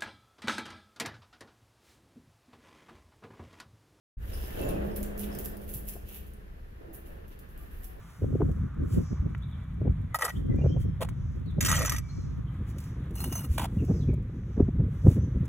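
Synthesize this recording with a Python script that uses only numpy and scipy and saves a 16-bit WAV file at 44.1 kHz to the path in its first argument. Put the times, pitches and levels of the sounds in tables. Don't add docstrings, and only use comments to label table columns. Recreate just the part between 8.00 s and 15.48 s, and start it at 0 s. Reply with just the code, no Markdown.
import sys
import numpy as np
from scipy import signal
from scipy.fft import rfft, irfft, next_fast_len
from scipy.io import wavfile
from scipy.ndimage import uniform_filter1d

SR = 44100
rng = np.random.default_rng(int(sys.argv[2]) if len(sys.argv) > 2 else 0)


def wav_record(signal):
    frames = np.transpose(np.atleast_2d(signal))
    bounded = np.clip(frames, -1, 1)
    quanta = np.round(bounded * 32767).astype(np.int16)
    wavfile.write(sys.argv[1], SR, quanta)


N = 329868
T = np.arange(N) / SR
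HZ = np.maximum(np.arange(N // 2 + 1) * SR / N, 1)

# (time [s], thud level [dB], pitch [Hz], rip level [dB], rip half length [s])
EDDY_STRIKES = [(0.222, -20, 366, -45, 0.0055), (0.232, -13, 82, -49.5, .006),
                (0.244, -18.5, 380, -37, 0.0062), (0.329, -23, 356, -42, 0.0034),
                (0.34, -12.5, 121, -50, .006), (0.356, -14, 336, -30, .004),
                (0.409, -14.5, 365, -24.5, 0.0056), (0.419, -18, 910, -35, 0.0024),
                (0.426, -12, 292, -28.5, 0.0055), (0.466, -13, 101, -52, .006),
                (0.496, -11, 135, -37.5, 0.0074), (0.825, -20.5, 248, -47, .005),
                (0.928, -18, 92, -54, 0.0074), (0.986, -14, 161, -38.5, .007), (1.13, -20, 200, -44, 0.012),
                (1.205, -12.5, 80, -58.5, .006), (1.267, -11, 107.3, -43, 0.0068),
                (1.817, -20.5, 298, -34.5, 0.0035), (1.827, -17.5, 120, -43, .005),
                (1.86, -18.5, 221, -32, 0.0074), (1.878, -16, 200, -28, 0.0042),
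                (1.902, -9.5, 81, -45.5, .006), (2.524, -12.5, 86, -45.5, 0.0055),
                (2.545, -19.5, 340, -39.5, 0.0056), (2.589, -18, 200, -31.5, 0.0038),
                (2.615, -11, 113, -32.5, 0.006), (2.648, -8.5, 123, -28, 0.0075),
                (2.663, -15, 424, -24.5, 0.0023), (2.673, -14, 115, -43, .006),
                (2.768, -17, 116, -30.5, .005), (3.588, -10.5, 141, -32, 0.0064),
                (5.512, -10.5, 73, -54, .006), (5.773, -11.5, 174, -39.5, .005),
                (5.826, -19.5, 263, -44.5, .003), (5.902, -7, 153, -30, 0.012),
                (5.914, -12, 245, -35, 0.0063), (6.006, -15, 139, -40.5, .004),
                (6.103, -12.5, 104, -42, 0.0053), (6.133, -21, 218, -36.5, 0.0042),
                (6.579, -11.5, 198, -33.5, 0.008), (6.603, -19, 476, -21, 0.0019),
                (6.607, -2, 263, -28.5, 0.0089), (6.63, -10, 88.6, -39, 0.005),
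                (6.689, -12, 217, -36, .006), (6.804, -10.5, 130, -36.5, 0.0084),
                (7.054, -6.5, 111, -35, .006), (7.069, -5, 198, -19.5, 0.0034),
                (7.087, 1, 106, -32.5, 0.0097)]
# (time [s], grit level [dB], brick level [dB])
TRIM_STROKE = [(2.188, -36, -56), (2.22, -40.5, -44), (2.25, -24, -47), (2.272, -43, -43.5),
               (2.29, -34, -49.5), (2.303, -46, -38), (2.312, -64, -66)]
CUT_STROKE = [(3.609, -29, -46.5), (3.64, -33.5, -44.5), (3.66, -28, -43.5), (3.73, -36.5, -34.5),
              (3.8, -40, -41.5), (3.86, -37.5, -43.5), (3.885, -53.5, -42), (3.985, -42, -45.5),
              (4.003, -75, -60)]
# (time [s], grit level [dB], knock level [dB])
BLADE_CATCHES = [(2.144, -28, -14.5), (2.155, -28.5, -43), (2.192, -39.5, -27.5), (2.209, -33, -29),
                 (2.22, -26, -15.5), (2.229, -35, -20), (2.242, -30, -29), (2.251, -33, -20),
                 (2.262, -38, -27), (2.28, -45, -26), (2.284, -44.5, -26), (2.299, -40.5, -39.5),
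                 (3.014, -40.5, -41), (3.029, -45.5, -42), (3.607, -21.5, -36), (3.648, -20, -38),
                 (3.659, -23, -27), (3.669, -32, -32), (3.683, -26, -25), (3.692, -27.5, -25),
                 (3.701, -31.5, -19.5), (3.714, -23.5, -20), (3.725, -34, -16), (3.736, -34, -23),
                 (3.744, -31.5, -25), (3.753, -33, -28), (3.763, -28.5, -33), (3.778, -31.5, -23.5),
                 (3.787, -29.5, -26), (3.799, -34, -33), (3.808, -38, -28), (3.817, -28, -24),
                 (3.848, -28, -22), (3.857, -26.5, -34), (3.87, -36, -32), (3.877, -38, -36),
                 (3.895, -28, -47), (3.909, -43, -36), (3.919, -27.5, -24.5), (3.934, -42, -34),
                 (3.945, -39.5, -30), (3.962, -35, -55), (3.982, -36, -38.5), (5.154, -40, -66),
                 (5.202, -29, -54), (5.213, -37, -59), (5.24, -28, -54), (5.283, -42, -62),
                 (5.324, -29, -58), (5.353, -31, -45), (5.376, -39, -55), (5.393, -40, -54),
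                 (5.414, -43, -48), (5.444, -37.5, -39.5), (5.58, -35.5, -47)]
# (frequency [Hz], tapped level [dB], pressed level [dB], free t60 [s])
BRICK_RESONANCES = [(520, -26, -12, .035), (630, -23, -16, .04), (780, -24, -13, .03), (904, -14, -17, .05),
                    (1135, -19, -12, .045), (1210, -14, -9, .04), (1262, 1, -3, .055),
                    (1400, -28, -14, .025), (1590, -28, -8, .04), (1770, -20, -5, .045),
                    (1860, -18, -5, .05), (1910, -7, -3, .048), (2140, -26, -11, .04),
                    (2560, -25, -16, .05), (2950, -28, -18, .055), (3130, -27, -18, .05),
                    (3620, -22, -20, .04), (3800, -30, -19, .04)]
# (frequency [Hz], level [dB], t60 [s])
BLADE_RESONANCES = [(2810, -5, .04), (2910, -4, .04), (3660, -7, .045), (4220, -1, .05), (5290, -5, .05),
                    (5660, -9, .04), (6175, 0, .045), (6630, -7, .03), (7200, -9, .035), (8170, -6, .025),
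                    (9330, -1, .05), (10100, -6, .04), (10570, -3, .04), (11190, -6, .045),
                    (11540, 0, .045), (11680, -3, .045), (14830, -1, .035)]
PRESSED_BEND, PRESSED_T60_SHARE = .022, .55


def from_db(db):
    return 10 ** (np.asarray(db) / 20)


def unit_power(x):
    return x / np.sqrt(np.mean(x ** 2) + 1e-20)


def in_time(rows, outside=None):
    times, *columns = np.transpose(rows)
    return [np.interp(T, times, column, outside, outside) for column in columns]


def colour_gain(points):
    hz, db = np.transpose(points)
    skirt = np.minimum(HZ / hz[0], 1) ** 3
    return unit_power(skirt * from_db(np.interp(np.log(HZ), np.log(hz), db)))


def coloured(x, points):
    return irfft(rfft(x) * colour_gain(points), N)


def filtered(x, order, hz, kind="low"):
    return signal.sosfilt(signal.butter(order, hz, kind, fs=SR, output="sos"), x)


def noise_band(centre_hz, width_hz):
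    spectrum = rfft(rng.standard_normal(N)) / (1 + (2 * (HZ - centre_hz) / width_hz) ** 2)
    return unit_power(irfft(spectrum, N))


def drift(rate_hz, size=N):
    step = 32
    count = next_fast_len(size // step + 2)
    hz = np.arange(count // 2 + 1) * SR / (step * count)
    slow = irfft(rfft(rng.standard_normal(count)) / (1 + (hz / rate_hz) ** 4), count)
    return np.interp(np.arange(size) / step, np.arange(count), unit_power(slow))


def grains(per_s, spread_db):
    sizes = from_db(spread_db * np.minimum(rng.exponential(1, N), 3.5)) * rng.choice([-1, 1], N)
    return unit_power(sizes * (rng.random(N) < per_s / SR))


def swell(s, db, half_s):
    out = np.zeros(N)
    near = slice(*np.searchsorted(T, [s - 6 * half_s, s + 6 * half_s]))
    out[near] = from_db(db) * np.exp(-.5 * ((T[near] - s) / half_s) ** 2)
    return out


def bursts(rows, decay_s):
    jumps = np.zeros(N)
    for s, db in rows:
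        jumps[int(s * SR)] += from_db(db)
    return signal.lfilter([1], [1, -np.exp(-1 / (decay_s * SR))], jumps + 1e-18)


def ring(x, hz, t60):
    phasor = np.exp(2j * np.pi * np.cumsum(hz) / SR)
    pole = from_db(-60 / (t60 * SR))
    return (phasor * signal.lfilter([1], [1, -pole], x / phasor + 1e-18)).imag


def rubbed_modes(x, modes, bend, wander_db=6.5, wander_hz=22):
    touching = np.flatnonzero(np.abs(x) > 1e-4)
    span = slice(touching[0], touching[-1] + SR // 10)
    out, size = np.zeros(N), len(x[span])
    for hz, db, t60 in modes:
        strength = from_db(db) * unit_power(from_db(wander_db * drift(wander_hz, size)))
        out[span] += ring(x[span] * strength, hz * (1 + bend * drift(wander_hz, size)), t60)
    power = sum(from_db(2 * db) * t60 * SR / (4 * np.log(1000)) for _, db, t60 in modes)
    return out / np.sqrt(power)


def from_the_left(x, lag_s=0.000234, above_hz=2450):
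    shift = np.exp(1j * np.pi * lag_s * np.maximum(HZ - above_hz, 0))
    return irfft(rfft(x) * np.array([shift, 1 / shift]), N)


def yard(x, t60, dull_hz):
    t = T[:SR]
    tails = rng.standard_normal((2, SR)) * from_db(-60 * t / t60) * np.minimum(t / 0.0027, 1)
    tails = filtered(tails / np.sqrt(np.sum(tails[0] ** 2)), 1, dull_hz)
    return signal.fftconvolve(x[None], tails, axes=1)[:, :N]


def near_walls(x, early_db, spread_s, above_hz=2200):
    t = T[:SR // 20]
    scatter = rng.standard_normal((2, len(t))) * np.exp(-t / spread_s)
    scatter = filtered(scatter / np.sqrt(np.sum(scatter[0] ** 2)), 2, above_hz, "high")
    return from_the_left(x) + from_db(early_db) * signal.fftconvolve(x[None], scatter, axes=1)[:, :N]


def traffic(gain_db=-3.5):
    # (time [s], level [dB])
    course = [(0, -56), (0.5, -60), (1.3, -57), (4.2, -58.5), (4.7, -54), (5.3, -56), (6.3, -59),
              (7.48, -55)]
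    # (frequency [Hz], level [dB])
    spectrum = [(100, -16.5), (400, 12), (800, 8.5), (1200, 12), (2000, 7.5), (2800, -2), (3600, 0),
                (5000, -17), (7200, -13.5), (9000, -16.5), (12000, -11.5), (15500, -28.5)]
    hush = from_the_left(rng.standard_normal(N)) + rng.standard_normal((2, N))
    waver_db = 0.9 * drift(9.8)
    return from_db(in_time(course)[0] + gain_db + waver_db) * coloured(unit_power(hush), spectrum)


def far_cars():
    # (time when nearest [s], level [dB], passing time [s], band centre [Hz], bandwidth [Hz])
    passes = [(0.72, -60, 0.25, 1378, 650), (1.1, -63, .4, 1177, 352), (4.38, -64, .3, 1204, 376)]
    return sum(from_db(db) / np.hypot(1, (T - s) / pass_s) * noise_band(hz, width_hz)
               for s, db, pass_s, hz, width_hz in passes)


def far_whine():
    # (time [s], level [dB], half length [s])
    whines = [(1.55, -74, 0.44), (4.06, -67, 0.08)]
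    return sum(swell(*whine) for whine in whines) * noise_band(2300, 70)


def far_birds(gain_db=-14.0, flicker_db=4.5, band_hz=(5900, 1900)):
    # (time [s], level [dB])
    bouts = [(0.4, -60.5), (1.1, -57.5), (2.7, -60), (3.2, -63), (4.17, -52), (4.85, -60), (5.96, -59),
             (6.68, -68), (7.12, -55.5)]
    band = from_the_left(noise_band(*band_hz)) + [noise_band(*band_hz) / 2 for _ in range(2)]
    song = from_db(-74) + sum(swell(s, db, half_s=.11) for s, db in bouts)
    return song * from_db(gain_db + flicker_db * drift(3.2)) * band


def bird(gain_db=-7.0, blur_hz=260):
    # (time [s], length [s], start pitch [Hz], end pitch [Hz], level [dB])
    notes = [(1.417, 0.029, 3480, 3860, -53.5), (1.468, 0.039, 3480, 3010, -71),
             (1.508, 0.047, 3830, 3040, -61), (1.6, 0.061, 3660, 3150, -71), (2.09, 0.09, 2060, 2010, -58),
             (2.343, 0.044, 2990, 3530, -55), (2.49, 0.065, 2030, 2020, -55.5),
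             (2.568, 0.06, 2350, 2475, -56), (2.61, 0.026, 2740, 2730, -58),
             (2.662, 0.063, 5500, 5380, -66), (2.673, 0.044, 3040, 3150, -59),
             (2.711, 0.028, 3186, 3210, -51), (2.756, 0.22, 5940, 5380, -77),
             (3.454, .075, 4350, 3250, -60.5), (4.085, 0.037, 4200, 4220, -59.5),
             (4.193, .03, 4230, 4080, -65), (4.463, 0.032, 3210, 3080, -64),
             (5.779, 0.05, 2900, 2470, -57.5), (5.926, 0.07, 5620, 4620, -61.5),
             (5.993, 0.053, 4280, 3190, -58), (6.07, 0.066, 2540, 2174, -57.5),
             (7.189, 0.077, 5980, 6100, -61)]
    song = np.zeros(N)
    blur = (drift(blur_hz) + 1j * drift(blur_hz)) / np.sqrt(2)
    wobble = 1 + .018 * drift(220)
    for s, length, start_hz, end_hz, db in notes:
        on = slice(int(s * SR), int((s + length) * SR))
        progress = (T[on] - s) / length
        hz = start_hz * (end_hz / start_hz) ** progress * wobble[on]
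        smear = min(abs(np.log2(end_hz / start_hz)) * 2, .75)
        tone = np.exp(2j * np.pi * np.cumsum(hz) / SR)
        whistle = (np.sqrt(1 - smear) + np.sqrt(smear) * blur[on]) * tone
        song[on] += 2 * from_db(db + gain_db) * np.sin(np.pi * progress) * whistle.imag
    return near_walls(song, early_db=2.0, spread_s=.012) + yard(song, t60=.8, dull_hz=7000)


def wind(rumble_db=1.0, flutter_db=-3.5, gust_flutter_db=-7.5, split_hz=200):
    # (time [s], rumble level [dB], flutter relative to rumble [dB])
    breeze = [(0, -50, -22), (0.16, -52, -14), (0.24, -31.5, -4), (0.42, -32, -4), (0.6, -28, -15),
              (0.7, -38, -26), (1.4, -36, -25), (1.65, -38, -21.5), (2.0, -30.5, -22), (2.25, -53.5, -18),
              (2.38, -32, -8.5), (2.85, -27, -10.5), (3.0, -37, -14.5), (3.2, -31, -15.5),
              (3.55, -36, -18.5), (3.75, -32, -14), (3.95, -35, -16.5), (4.35, -35.5, -16.5),
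              (4.9, -37, -8), (5.4, -34.5, -5.5), (6.25, -36.5, -2.5), (6.5, -34.5, -7),
              (6.75, -29.5, -7.5), (6.95, -32.5, -6), (7.48, -38, -7)]
    # (time [s], rumble level [dB], half length [s])
    gust_peaks = [(0.464, -27, 0.05), (0.819, -30, 0.038), (0.969, -27, 0.043), (1.128, -29, 0.015),
                  (1.259, -31, 0.032), (1.869, -29, 0.04), (2.526, -29, 0.013), (2.66, -27, 0.051),
                  (2.785, -30, 0.014), (3.718, -30.5, 0.11), (5.803, -27, 0.029), (5.92, -27, 0.042),
                  (6.098, -27, 0.084), (6.618, -28, 0.033), (6.811, -27, 0.031), (7.069, -25, 0.021),
                  (7.204, -25.5, 0.057), (7.39, -25.5, 0.046)]
    # (frequency [Hz], level [dB])
    spectrum = [(13, -36.5), (22, -25), (54, 1), (102, -1), (147, -4), (226, -12.5), (270, -13.5),
                (312, -17), (372, -20.5), (409, -26), (495, -26.5), (775, -50), (1000, -53.5),
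                (1300, -55.5), (2200, -120)]
    # (time [s], rumble side level [dB], flutter side level [dB])
    widths = [(0, -15, 4), (2.399, -53.5, 8.5), (2.8, -10.5, 4), (4.4, -9.5, 11), (4.651, -58.5, -75.5),
              (7.399, -70, -21)]
    puffs_db = 1.5 * drift(9)
    breeze_db, above_db = (column + puffs_db for column in in_time(breeze))
    gusts = np.sqrt(sum(swell(*gust) ** 2 for gust in gust_peaks))
    rumble = np.hypot(from_db(breeze_db), gusts)
    flutter = np.hypot(from_db(breeze_db + above_db), from_db(gust_flutter_db) * gusts)
    low_share = 1 / (1 + (HZ / split_hz) ** 8)
    bands = []
    for share, side_db in zip([low_share, 1 - low_share], in_time(widths)):
        white = rfft(rng.standard_normal((2, N)))
        mid, side = unit_power(irfft(white * colour_gain(spectrum) * np.sqrt(share), N))
        mid /= np.sqrt(uniform_filter1d(mid ** 2, SR // 16) + 1e-6)
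        bands.append(mid + from_db(side_db) * side * [[1], [-1]])
    low, high = bands
    lumps = unit_power(from_db(5.0 * drift(30)))
    return from_db(rumble_db) * rumble * low + from_db(flutter_db) * flutter * lumps * high


def eddy_thuds(gain_db=-5.0, width_cycles=0.81):
    out = np.zeros(N)
    for s, db, hz, _, _ in EDDY_STRIKES:
        near = np.abs(T - s) < .05
        cycles = (T[near] - s) * hz
        envelope = from_db(db + gain_db) / np.cosh(2 * cycles / width_cycles)
        out[near] += envelope * np.cos(2 * np.pi * (cycles + rng.random()))
    return out


def eddy_rips(gain_db=-4.5, side_db=-8.5):
    # (frequency [Hz], level [dB])
    spectrum = [(260, -13), (380, 4.5), (600, -7.5), (1000, -23.5), (1800, -38), (3500, -51.5),
                (9000, -110)]
    tearing = sum(swell(s, db + gain_db, half_s) for s, _, _, db, half_s in EDDY_STRIKES)
    mid, side = rng.standard_normal((2, N))
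    return coloured(tearing * (mid + from_db(side_db) * side * [[1], [-1]]), spectrum)


def loose_sand(dust_per_s=7.8, dust_db=-68.5):
    # (time [s], level [dB])
    crumbs = [(0.515, -55.5), (1.379, -60), (2.559, -59.5), (3.088, -44), (4.784, -44), (4.803, -50),
              (4.84, -51), (5.108, -54.5), (5.85, -52), (6.139, -57), (7.455, -53.5)]
    # (time [s], level [dB], half length [s])
    brushes = [(0.118, -65.5, 0.13), (0.483, -70, 0.13), (0.94, -57, 0.021), (0.954, -59.5, 0.062),
               (2.338, -62, 0.051), (2.816, -57.5, 0.018), (4.698, -59.5, 0.018), (4.84, -61, 0.045),
               (5.538, -50.5, 0.029), (5.852, -65.5, 0.14), (6.956, -70, 0.047), (7.111, -53, 0.037)]
    # (frequency [Hz], level [dB])
    spectrum = [(1200, -3), (3000, -2), (5000, -3.5), (7200, -0.5), (9000, 2), (12000, -0.5), (15500, -2.5)]
    dust = [(s, dust_db) for s in np.cumsum(rng.exponential(1, 60)) / dust_per_s if s < T[-1]]
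    ticks = bursts(crumbs + dust, decay_s=0.0053) * rng.standard_normal(N)
    brushing = sum(swell(*brush) for brush in brushes) * grains(per_s=9000, spread_db=3.0)
    return coloured(brushing + ticks, spectrum)


def falling_lumps():
    # (time [s], level [dB])
    landings = [(1.349, -36), (3.088, -38), (6.198, -55), (6.435, -58), (6.542, -55)]
    return filtered(bursts(landings, decay_s=.002) * noise_band(1700, 1800), 2, 3800)


def squeezed_mortar():
    # (time [s], level [dB], half length [s])
    rolls = [(2.243, -38.5, 0.0085), (2.28, -47, 0.011), (3.021, -32.5, 0.0092), (3.73, -48, 0.043),
             (3.82, -38.5, 0.025)]
    return sum(swell(*roll) for roll in rolls) * noise_band(540, 250)


def catch_envelope(rows, rise_s=0.0006, decay_s=0.0056):
    pole = np.exp(-1 / (rise_s * SR))
    return signal.lfilter([1 - pole], [1, -pole], bursts(rows, decay_s))


def snags(per_s=51, level_db=5, spread_db=2.5):
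    gaps, sizes = rng.random((800, 2)).T
    times = np.cumsum(.5 + gaps) / per_s
    levels = level_db + spread_db * (2 * sizes - 1)
    return catch_envelope([(s, db) for s, db in zip(times, levels) if s < T[-1]])


def stroke(curve, per_s, spread_db, judder_db, steady_db=-6.0, snag_db=0.0):
    push = from_db(in_time(curve, outside=-150)[0]) * unit_power(from_db(judder_db * drift(84)))
    drag = push * np.hypot(from_db(steady_db), from_db(snag_db) * snags())
    during = (T > curve[0][0] - .05) & (T < curve[-1][0] + .02)
    catches = catch_envelope([(s, db) for s, db, _ in BLADE_CATCHES]) * during
    return np.hypot(drag, catches) * grains(per_s, spread_db)


def mortar_slaps():
    # (time [s], grit level [dB])
    flick = [(3.008, -47.5), (3.014, -50.5), (3.034, -44.5), (3.039, -65.5), (3.055, -54.5)]
    slap = [(5.578, -54), (5.585, -42), (5.61, -46), (5.64, -44.5), (5.655, -51), (5.664, -55.5)]
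    # (frequency [Hz], level [dB])
    spectrum = [(300, -10.5), (600, -5), (870, 7), (1300, -2.5), (2200, -10), (3400, -9), (5200, -19),
                (7200, -17.5), (8600, -10.5), (12000, -14.5), (15500, -18)]
    grit = sum(stroke(curve, per_s=5500, spread_db=-1.0, judder_db=0.0) for curve in (flick, slap))
    return from_db(11.5) * coloured(grit, spectrum)


def squeals():
    # (time [s], pitch [Hz], level [dB], half length [s])
    whistles = [(3.728, 6540, -27, 0.0036), (3.77, 6000, -36, 0.0077), (3.768, 3190, -39, 0.0052),
                (5.245, 6260, -52.5, 0.0055), (5.247, 2900, -47.5, 0.0089), (5.329, 6220, -42, 0.0066),
                (5.33, 2900, -51, .014), (5.358, 6175, -34.5, 0.0052), (5.382, 6175, -45, 0.0087),
                (5.38, 2900, -57, .012)]
    wavering_time = np.cumsum(1 + .005 * drift(300)) / SR
    roughness = from_db(3.5 * drift(300))
    return roughness * sum(swell(s, db, half_s) * np.sin(2 * np.pi * hz * wavering_time)
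                           for s, hz, db, half_s in whistles)


def edge_slide():
    # (time [s], grit level [dB])
    slide = [(5.135, -66), (5.16, -43.5), (5.22, -41.5), (5.275, -44.5), (5.33, -45.5), (5.37, -35.5),
             (5.41, -42.5), (5.45, -47), (5.49, -66)]
    # (frequency [Hz], level [dB])
    spectrum = [(250, -2), (600, 3.5), (1000, 7), (2000, -3), (3500, -15), (7200, -6.5), (8600, 6.5),
                (12000, 3), (15500, 1.5)]
    grit = stroke(slide, per_s=4500, spread_db=3.2, judder_db=2.5, steady_db=-3, snag_db=-13)
    plucks = stroke(slide, per_s=4000, spread_db=1.5, judder_db=2.5, steady_db=-2, snag_db=-15)
    singing = rubbed_modes(plucks, BLADE_RESONANCES, bend=.002, wander_db=3.5, wander_hz=30)
    return from_db(-1.5) * coloured(grit, spectrum) + from_db(-8.5) * singing


def rasp(grit, spacing_hz=330, t60=.022):
    pitches = np.arange(2300, 15500, spacing_hz)
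    pitches = pitches + spacing_hz * (rng.random(len(pitches)) - .5)
    rings = rubbed_modes(grit, [(hz, 0, t60) for hz in pitches], bend=.005, wander_hz=25)
    return from_db(-4) * grit + from_db(-1) * rings


def trimming_scrape():
    # (frequency [Hz], level [dB])
    spectrum = [(250, -55), (500, -5), (800, -4.5), (1600, -10.5), (2500, -24), (4300, -20), (7000, -15.5),
                (8800, -11.5), (11000, -8.5), (13500, -17.5), (15500, -10.5)]
    grit = stroke(TRIM_STROKE, per_s=5800, spread_db=2.5, judder_db=3.0)
    return from_db(-1.5) * coloured(rasp(grit), spectrum)


def cutting_scrape():
    # (frequency [Hz], level [dB])
    spectrum = [(250, -55), (550, 2.5), (900, -13.5), (1650, 10.5), (2500, 2), (4000, 2.5), (5000, 4),
                (6300, 13), (9000, 7), (12500, 6), (15500, 5)]
    grit = stroke(CUT_STROKE, per_s=3000, spread_db=3.8, judder_db=3.2, snag_db=-8)
    bent_ring = rubbed_modes(grit, BLADE_RESONANCES, PRESSED_BEND)
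    return from_db(-1.5) * coloured(rasp(grit), spectrum) + from_db(-10) * bent_ring


def knock(grip, free_rise_s=.003, pressed_rise_s=.0012, uneven_db=5):
    t, out = T[:SR // 8], 0
    rise_s = free_rise_s + grip * (pressed_rise_s - free_rise_s)
    attack = 1 - np.exp(-(t / rise_s) ** 2)
    for hz, tapped_db, pressed_db, t60 in BRICK_RESONANCES:
        envelope = from_db(-60 * t / (t60 * PRESSED_T60_SHARE ** grip)) * attack
        pitch = hz * (1 + grip * PRESSED_BEND * rng.standard_normal())
        db = tapped_db + grip * (pressed_db - tapped_db + uneven_db * (2 * rng.random() - 1))
        out = out + from_db(db) * envelope * np.sin(2 * np.pi * (pitch * t + grip * rng.random()))
    return out


def brick(rub_db=-3.5, half_grip_db=-45):
    push = sum(from_db(in_time(curve, outside=-150)[1]) for curve in (TRIM_STROKE, CUT_STROKE))
    grip = push / (push + from_db(half_grip_db))
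    knocks = np.zeros(N)
    for s, _, db in BLADE_CATCHES:
        start = int(s * SR)
        clank = from_db(db) * knock(grip[start])
        knocks[start:start + len(clank)] += clank
    chatter = 2 * filtered(push * grains(per_s=1200, spread_db=3.5), 1, 2000, "high")
    pressed_modes = [(hz, db, t60 * PRESSED_T60_SHARE) for hz, _, db, t60 in BRICK_RESONANCES]
    return knocks + from_db(rub_db) * rubbed_modes(chatter, pressed_modes, PRESSED_BEND)


def scene():
    outdoors = traffic() + far_cars() + far_whine() + far_birds() + bird()
    buffeting = wind() + eddy_thuds() + eddy_rips()
    mortar = loose_sand() + falling_lumps() + squeezed_mortar() + mortar_slaps()
    trowel = squeals() + edge_slide() + trimming_scrape() + cutting_scrape() + brick()
    work = mortar + trowel
    close = near_walls(work, early_db=-7.5, spread_s=.004, above_hz=700)
    echo = from_db(-20) * yard(work, t60=.5, dull_hz=5000)
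    return outdoors + buffeting + close + echo


def record(dry):
    cutoff_hz = 15900
    return irfft(rfft(dry) / np.sqrt(1 + (HZ / cutoff_hz) ** 200), N)


dry = scene()
out = record(dry)
wav_record(out)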